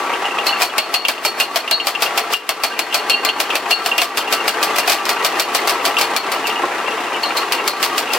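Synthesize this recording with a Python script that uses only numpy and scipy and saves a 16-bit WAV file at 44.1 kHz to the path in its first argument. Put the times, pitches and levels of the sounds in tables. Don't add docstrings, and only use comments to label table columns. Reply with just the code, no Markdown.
import sys
import numpy as np
from scipy import signal
from scipy.fft import rfft, irfft
from scipy.io import wavfile
from scipy.ndimage import uniform_filter1d, minimum_filter1d

SR = 44100
rng = np.random.default_rng(int(sys.argv[2]) if len(sys.argv) > 2 else 0)


def wav_record(signal):
    frames = np.transpose(np.atleast_2d(signal))
    bounded = np.clip(frames, -1, 1)
    quanta = np.round(bounded * 32767).astype(np.int16)
    wavfile.write(sys.argv[1], SR, quanta)


N = 360738


def undb(db):
    return 10 ** (np.asarray(db) / 20)


def unit(x):
    return x / np.sqrt(np.mean(x ** 2))


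def add(track, s, sound):
    start = max(int(s * SR), 0)
    part = sound[:, :max(N - start, 0)]
    track[:, start:start + part.shape[1]] += part


def gains(points, size):
    hz, db = np.transpose(points)
    bins_hz = np.fft.rfftfreq(size, 1 / SR)
    return undb(np.interp(np.log(bins_hz + 1), np.log(hz), db))


def colour(x, points, size=4096):
    cepstrum = irfft(np.log(gains(points, size)))
    cepstrum[1:size // 2] *= 2
    cepstrum[size // 2 + 1:] = 0
    response = irfft(np.exp(rfft(cepstrum)))
    response /= np.linalg.norm(response)
    return signal.fftconvolve(x, response[None])[:, :N]


def grit(size, spread_db, order=32):
    grain_db = spread_db * np.clip(rng.standard_normal(size // order + 1), -2, 2)
    grains = np.repeat(undb(grain_db), order)[:size]
    return unit(grains * rng.standard_normal((2, size)))


def ring(modes, contact_s, scatter_db, detune):
    hz, db, t60 = np.transpose(modes)
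    t = np.arange(int(t60.max() * SR)) / SR
    size = undb(db + scatter_db * rng.standard_normal(len(hz)))
    hz = hz * np.exp(detune * rng.standard_normal(len(hz)))
    waves = np.exp(np.outer(2j * np.pi * hz - np.log(1000) / t60, t))
    phases = np.exp(2j * np.pi * rng.random((2, len(hz))))
    weights = size / np.linalg.norm(size) * phases
    onset = 1 - np.exp(-t / contact_s)
    return np.sqrt(2) * (weights @ waves).imag * onset


def walk(rate):
    return np.interp(np.arange(N) / SR * rate, np.arange(SR), 1.2 * rng.standard_normal(SR))


def yard(x, echo_db=-19, decay_s=0.043):
    t = np.arange(SR // 3) / SR
    dull = signal.lfilter(*signal.butter(1, 4000, fs=SR), rng.standard_normal((2, len(t))))
    response = dull * np.exp(-t / decay_s) * (t > .008)
    response /= np.linalg.norm(response[0])
    return x + undb(echo_db) * signal.fftconvolve(x, response, axes=1)[:, :N]


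# (pitch [Hz], level [dB], time to fall 60 dB [s])
LINKAGE_TONES = [(487, -4, 0.06), (777, -1, 0.041), (1105, 3, 0.039), (1335, 0.5, 0.038),
                 (1893, -4.5, 0.04), (2400, -1.5, 0.055)]


def rattles(rattle_db=-20, clink_db=-21, clink_spread_db=14, rattle_count=600, clink_count=90):
    out = np.zeros((2, N))
    for when, size in rng.random((rattle_count, 2)):
        rattle = ring(LINKAGE_TONES, contact_s=.0006, scatter_db=3, detune=.14)
        add(out, when * N / SR, undb(rattle_db + 9 * (size - .5)) * rattle)
    modes = [(hz, db, share * .12) for hz, db, share in DRIVE_TONES]
    for when, size in rng.random((clink_count, 2)):
        clink = ring(modes, contact_s=.001, scatter_db=6, detune=.025)
        add(out, when * N / SR, undb(clink_db + clink_spread_db * (size - .5)) * clink)
    return signal.sosfilt(signal.butter(4, 260, "high", fs=SR, output="sos"), out)


def load(flywheel_s=.55):
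    blows = np.zeros(N)
    for s, db, _ in CUTS:
        blows[int(s * SR)] += undb(db)
    spacing_s = np.median(np.diff(np.array(CUTS)[:, 0]))
    return signal.lfilter([spacing_s / flywheel_s], [1, -np.exp(-1 / (flywheel_s * SR))], blows)


FREE_FIRING_HZ, SAG_HZ = 31.64, 1.9
ENGINE_DB, LABOUR_DB = -22, 3.5
CYLINDER_LEVELS = [2, -1, -2, 1.2]
# (pitch [Hz], level [dB per Hz])
CLATTER_SPECTRUM = [(24, -104), (40, -73), (81, -23), (137, -21.5), (392, 0), (646, -7), (790, 0),
                    (1150, -1.5), (1480, -13), (1900, -5.5), (2500, -13.5), (2770, -10.5), (3380, -16),
                    (6820, -28), (16000, -41)]
# (pitch [Hz], width [Hz], level [dB])
PANEL_TONES = [(355, 28, -9), (445.7, 8.2, -7), (703, 29, -7.5), (818, 26, -5), (933, 16, -7.5),
               (1127, 20, -1), (1165, 8.1, 1), (1216, 17, -13), (1322, 21, -0.5), (1550, 50, -5),
               (1903, 17, -9), (2440, 32, -7), (2600, 70, -33)]


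def tractor(tick_db=-6, gear_db=-1, panel_db=-2.0, shudder_db=4.0, tick_count=24):
    effort = load()
    firing = np.cumsum(FREE_FIRING_HZ - SAG_HZ * effort) / SR
    stroke = firing.astype(int)
    cylinder_db = np.array(CYLINDER_LEVELS)[stroke % len(CYLINDER_LEVELS)]
    strength = undb(cylinder_db + 0.46 * rng.standard_normal(SR)[stroke])
    knocks = unit(strength * np.exp(-(firing % 1)) * rng.standard_normal((2, N)))

    cycle = firing / len(CYLINDER_LEVELS)
    angles_in_cycle = (np.arange(tick_count) + rng.random(tick_count)) / tick_count
    angles = (np.arange(int(cycle[-1]) + 1)[:, None] + angles_in_cycle).ravel()
    ticks = np.zeros(N)
    ticks[np.searchsorted(cycle, angles[angles < cycle[-1]])] = 1
    tick_fade = signal.lfilter([1], [1, -np.exp(-1 / (0.004 * SR))], ticks)
    ticks = unit(tick_fade * rng.standard_normal((2, N)))

    gears = rng.standard_normal((2, N))
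    shake = knocks + undb(tick_db) * ticks + undb(gear_db) * gears
    panels = np.zeros((2, N))
    for hz, width, db in PANEL_TONES:
        tone = unit(signal.lfilter(*signal.iirpeak(hz, hz / width, fs=SR), shake))
        panels += undb(db + shudder_db * walk(18)) * tone
    engine = unit(colour(shake, CLATTER_SPECTRUM)) + undb(panel_db) * unit(panels)
    return unit(engine) * undb(ENGINE_DB + LABOUR_DB * effort)


def frame(jolt_db=-37, jolt_hz=72, jolt_s=0.0084, thick_db=4):
    out = np.zeros((2, N))
    t = np.arange(SR // 8) / SR
    for s, db, toughness in CUTS:
        hz = jolt_hz * np.exp(0.28 * rng.standard_normal((2, 1)))
        swing = np.sin(2 * np.pi * hz * t) * np.exp(-t / jolt_s)
        add(out, s, undb(db + jolt_db + thick_db * toughness) * swing)
    return out


# (time [s], level [dB])
BILLET_DROPS = [(5.754, -21), (6.285, -20), (6.635, -2.5)]
# (pitch [Hz], level [dB], time to fall 60 dB [s])
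BILLET_TONES = [(365, -10, 0.061), (593, -12, 0.052), (710, -9, 0.033), (830, -7, 0.036), (1052, -2, 0.049),
                (1160, -11, 0.056), (1620, -15, 0.034)]


def billets():
    out = np.zeros((2, N))
    for s, db in BILLET_DROPS:
        add(out, s, undb(db) * ring(BILLET_TONES, contact_s=0.0021, scatter_db=0.5, detune=0.01))
    return out


def turning(sound, away_s=0.059, hidden_db=-8, fade_s=.005, radius_s=.00016, drum_hz=2.57, shimmer_db=3):
    t = np.arange(sound.shape[1]) / SR
    path = t + radius_s * np.sin(2 * np.pi * (drum_hz * t + rng.random()))
    flutter_db = shimmer_db * np.interp(t, np.arange(100) / 100, rng.standard_normal(100))
    shade_db = hidden_db * (1 + np.tanh((t - away_s) / (2 * fade_s))) / 2
    moved = np.array([np.interp(path, t, channel) for channel in sound])
    return moved * undb(flutter_db + shade_db)


# (time [s], relative level [dB], longest ring, time to fall 60 dB [s])
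DRIVE_CLANKS = [(.136, -19, 0.11), (.386, -14, 0.13), (0.784, 0, .07), (.941, 1, .05), (1.05, 4, 0.047),
                (1.179, -14.5, 0.058), (1.408, -2, 0.099), (1.677, -7.5, .058), (1.799, -8, 0.11),
                (1.95, -8, 0.11), (2.06, -11.5, .1), (2.34, 2.5, .089), (2.925, -8, 0.06), (3.1, -5.5, 0.7),
                (3.289, -0.5, 0.091), (3.503, -8, 0.075), (3.712, -6.5, 0.24), (3.914, -8.5, 0.17),
                (3.983, -3.5, 0.11), (5.968, -8.5, .089), (6.497, -18, 0.17), (7.234, -20.5, 0.35)]
# (pitch [Hz], level [dB], share of the ring time [0-1])
DRIVE_TONES = [(2460, -13, .4), (2700, -6, .45), (2735, -8, .5), (2790, 0, 1), (2850, -10, .3),
               (3155, -10, .45)]
# (pitch [Hz], level [dB per Hz])
CLACK_SPECTRUM = [(200, -27.5), (900, -6.5), (1900, -19), (2650, 0), (3150, -0.5), (3800, -15.5),
                  (9000, -31), (16000, -33)]


def clanks(ring_db=-1, clack_db=-4, clack_s=0.011):
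    rings, clacks = np.zeros((2, 2, N))
    t = np.arange(SR // 8) / SR
    for s, db, t60 in DRIVE_CLANKS:
        modes = [(hz, mode_db, share * t60) for hz, mode_db, share in DRIVE_TONES]
        steel = turning(ring(modes, contact_s=.0008, scatter_db=2, detune=.002))
        add(rings, s, undb(db + ring_db) * steel)
        add(clacks, s, undb(db + clack_db) * np.exp(-t / clack_s) * grit(len(t), 0.71))
    return rings + colour(clacks, CLACK_SPECTRUM)


def drum(modes):
    return turning(ring(modes, contact_s=.001, scatter_db=2, detune=.001))


def scrape(scrape_db=-7, scrape_s=0.039, scrape_hz=4350, width_hz=300):
    t = np.arange(SR // 4) / SR
    edges_hz = [scrape_hz - width_hz / 2, scrape_hz + width_hz / 2]
    band = signal.butter(2, edges_hz, "band", fs=SR, output="sos")
    rough = unit(signal.sosfilt(band, rng.standard_normal((2, len(t)))))
    return undb(scrape_db) * rough * np.exp(-t / scrape_s)


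# (time [s], knife drum relative level [dB], lower drum relative level [dB])
EDGE_TOUCHES = [(0.467, -14, -23), (0.782, -8.5, -36), (0.941, -2.5, -26), (1.25, -9, -30), (1.4, -11, -20),
                (1.711, 2, -4), (2.637, -13, -20), (2.945, -13, -23), (3.097, -6.5, -14.5),
                (3.25, -13, -17.5), (3.709, -4.5, -15), (6.163, -18, -27), (7.231, -20, -26),
                (7.368, -20.5, -22), (7.677, -29, -19)]
# (pitch [Hz], level [dB], time to fall 60 dB [s])
LOWER_DRUM_TONES = [(3914, -11, .4), (4176, 0, .33), (4215, -10, .12)]


def touches(knife_trim_db=-3, lower_trim_db=-2):
    out = np.zeros((2, N))
    for s, knife_db, lower_db in EDGE_TOUCHES:
        add(out, s, undb(knife_db + knife_trim_db) * drum(KNIFE_TONES))
        add(out, s, undb(knife_db + knife_trim_db) * scrape())
        add(out, s, undb(lower_db + lower_trim_db) * drum(LOWER_DRUM_TONES))
    return out


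# (time [s], relative level [dB], toughness [0-1])
CUTS = [ (.467, -17, 1), (.619, -1.5, .65), (.781, -2, 0.024), (.94, -3, 0.38), (1.084, 0, 0.41),
        (1.25, -3, .7), (1.4, -1, 0.6), (1.559, -1.5, 0.43), (1.711, 0, 0.017), (1.87, -4, 0.75),
        (2.022, -6.5, 0.87), (2.176, -4, .5), (2.336, -6.5, 1), (2.491, 2.5, 0), (2.636, 0, .4),
        (2.791, -1.5, 0.092), (2.943, -5.5, .7), (3.097, -6.5, .35), (3.249, -4.5, 0), (3.401, -8.5, 0.61),
        (3.554, -7, 0.35), (3.708, -9, .8), (3.861, -9, 0.87), (3.98, -9, 0.29), (4.017, -2.5, .65),
        (4.173, -8.5, 0.69), (4.325, -6.5, .6), (4.479, -7.5, 0.45), (4.628, -9.5, .7), (4.76, -19, 0.96),
        (4.783, -7.5, 0.52), (4.877, -11, 0.88), (4.897, -10, .6), (4.92, -7, .95), (5.054, -18, 0.32),
        (5.092, -9, 0.68), (5.247, -8.5, 0.5), (5.397, -6, 0.49), (5.548, -10, 0.74), (5.674, -14, 0.73),
        (5.695, -12, .7), (5.853, -12, 0.78), (5.985, -14, 0.75), (6.012, -11.5, .6), (6.164, -7, 0.092),
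        (6.318, -17, .6), (6.47, -18.5, .7), (7.231, -26.5, 1), (7.37, -17.5, 1), (7.522, -10.5, 0.35),
        (7.677, -7, 0.53), (7.828, -9.5, 0.82), (7.98, -8.5, 0.65), (8.134, -14.5, .9)]
# (time [s], level [dB])
WOOD_BULK = [(.5, 0), (2.2, 1.5), (2.8, -1), (4.4, 0.5), (5.3, -2), (5.8, -0.5), (7.4, -4.5), (8.18, -1.5)]
# (pitch [Hz], level [dB per Hz])
SPLINTER_SPECTRUM = [(300, -31), (1200, -11.5), (2400, 0.5), (3500, -0.5), (4900, 2), (6300, -6),
                     (8400, -6), (10300, -9), (13000, -6), (16000, -14)]
# (pitch [Hz], level [dB per Hz])
THUD_SPECTRUM = [(30, -32), (150, -24), (300, -8), (500, -3), (690, 6), (900, -1), (1250, 0.5), (1800, -4),
                 (2400, -4), (3300, -5), (5500, -28.5), (12000, -25.5)]
# (pitch [Hz], level [dB], time to fall 60 dB [s])
BRANCH_TONES = [(700, -7, 0.19), (1181, -5, 0.12), (1595, -12, 0.13), (2456, 5, 0.061), (3170, -6, 0.1),
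                (4755, 0, 0.033)]
# (pitch [Hz], level [dB], time to fall 60 dB [s])
KNIFE_TONES = [(2790, -9, .25), (4176, -12, .3), (4382, 0, .45), (4398, -8, .3), (4440, -12, .14),
               (4700, -17, .15), (7170, -27, .15), (8500, -20, .18)]
# crushing before the crack [dB], fading of the tearing [s],
# and the woody knock before the bulk is added [dB]
CRUSH_DB, SPLINTER_S, KNOCK_DB = (-26, -5.5), (.009, .022), (-3, -0.5)


def chopper(crack_db=1, crack_s=0.002, splinter_db=-2, thud_db=-1, thud_s=0.022, branch_db=-2, again_db=-8,
            crush_s=0.015, crackle_db=-4, creak_db=-2, chips_db=-24, chips_s=0.041, knife_ring_db=-16.5):
    fibres, wood, rings = np.zeros((3, 2, N))
    t = np.arange(SR // 4) / SR
    for s, db, toughness in CUTS:
        crush_db = np.interp(toughness, (0, 1), CRUSH_DB)
        splinter_s = np.interp(toughness, (0, 1), SPLINTER_S)
        bulk_db = np.interp(s, *np.transpose(WOOD_BULK))
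        knock_db = np.interp(toughness, (0, 1), KNOCK_DB) + bulk_db

        squeeze = undb(db + crush_db) * np.exp(-t[::-1] / crush_s)
        add(fibres, s - len(t) / SR, undb(crackle_db) * squeeze * grit(len(t), 1.5))
        add(wood, s - len(t) / SR, undb(creak_db) * squeeze * grit(len(t), 3.2))

        snap = undb(crack_db) * np.exp(-t / crack_s) * grit(len(t), 0.7)
        tear = undb(splinter_db) * np.exp(-t / splinter_s) + undb(chips_db) * np.exp(-t / chips_s)
        bundles = grit(len(t), 3, order=60)
        add(fibres, s, undb(db) * (snap + tear * bundles))
        thud = np.exp(-t / thud_s) * grit(len(t), 0.85, order=100)
        add(wood, s, undb(db + knock_db + thud_db) * thud)

        later_steps = [(late, again_db) for late in rng.random(2) * splinter_s]
        for late_s, step_db in [(0, branch_db), *later_steps]:
            note = ring(BRANCH_TONES, contact_s=.0003, scatter_db=4, detune=.07)
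            add(rings, s + late_s, undb(db + knock_db + step_db) * note)
        add(rings, s, undb(db + knife_ring_db) * drum(KNIFE_TONES))
    return colour(fibres, SPLINTER_SPECTRUM) + colour(wood, THUD_SPECTRUM) + rings


# (pitch [Hz], level [dB])
STEREO_WIDTH = [(40, -9), (250, -18), (600, -16), (1100, -12), (2200, -8), (4200, -5), (8000, 0),
                (13000, -3.5)]
# (pitch [Hz], level [dB])
STEREO_LEAN = [(60, 0), (250, 0.1), (550, 2.5), (1100, 2), (2400, 0.8), (8000, 2.5), (13000, 0.5)]


def scene():
    sources = tractor() + rattles() + frame() + billets() + clanks() + touches() + chopper()
    mid, side = rfft(yard(sources))
    side = side * gains(STEREO_WIDTH, N)
    lean = np.sqrt(gains(STEREO_LEAN, N))
    return irfft(np.array([(mid + side) * lean, (mid - side) / lean]), N)


def record(dry, ceiling_db=-8, release_db_per_s=32, size=88, top_hz=16150):
    power = uniform_filter1d(np.mean(dry ** 2, axis=0), size)
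    over_db = np.maximum(10 * np.log10(np.abs(power) + 1e-12) - ceiling_db, 0)
    recovery = release_db_per_s * np.arange(N) / SR
    duck_db = np.maximum.accumulate(over_db + recovery) - recovery
    gain_db = uniform_filter1d(minimum_filter1d(-duck_db, 2 * size), size)
    limited = dry * undb(gain_db)
    rounded = 1.2 * np.tanh(limited / 1.2)
    return signal.sosfilt(signal.ellip(10, .2, 80, top_hz, fs=SR, output="sos"), rounded)


dry = scene()
out = record(dry)
wav_record(out)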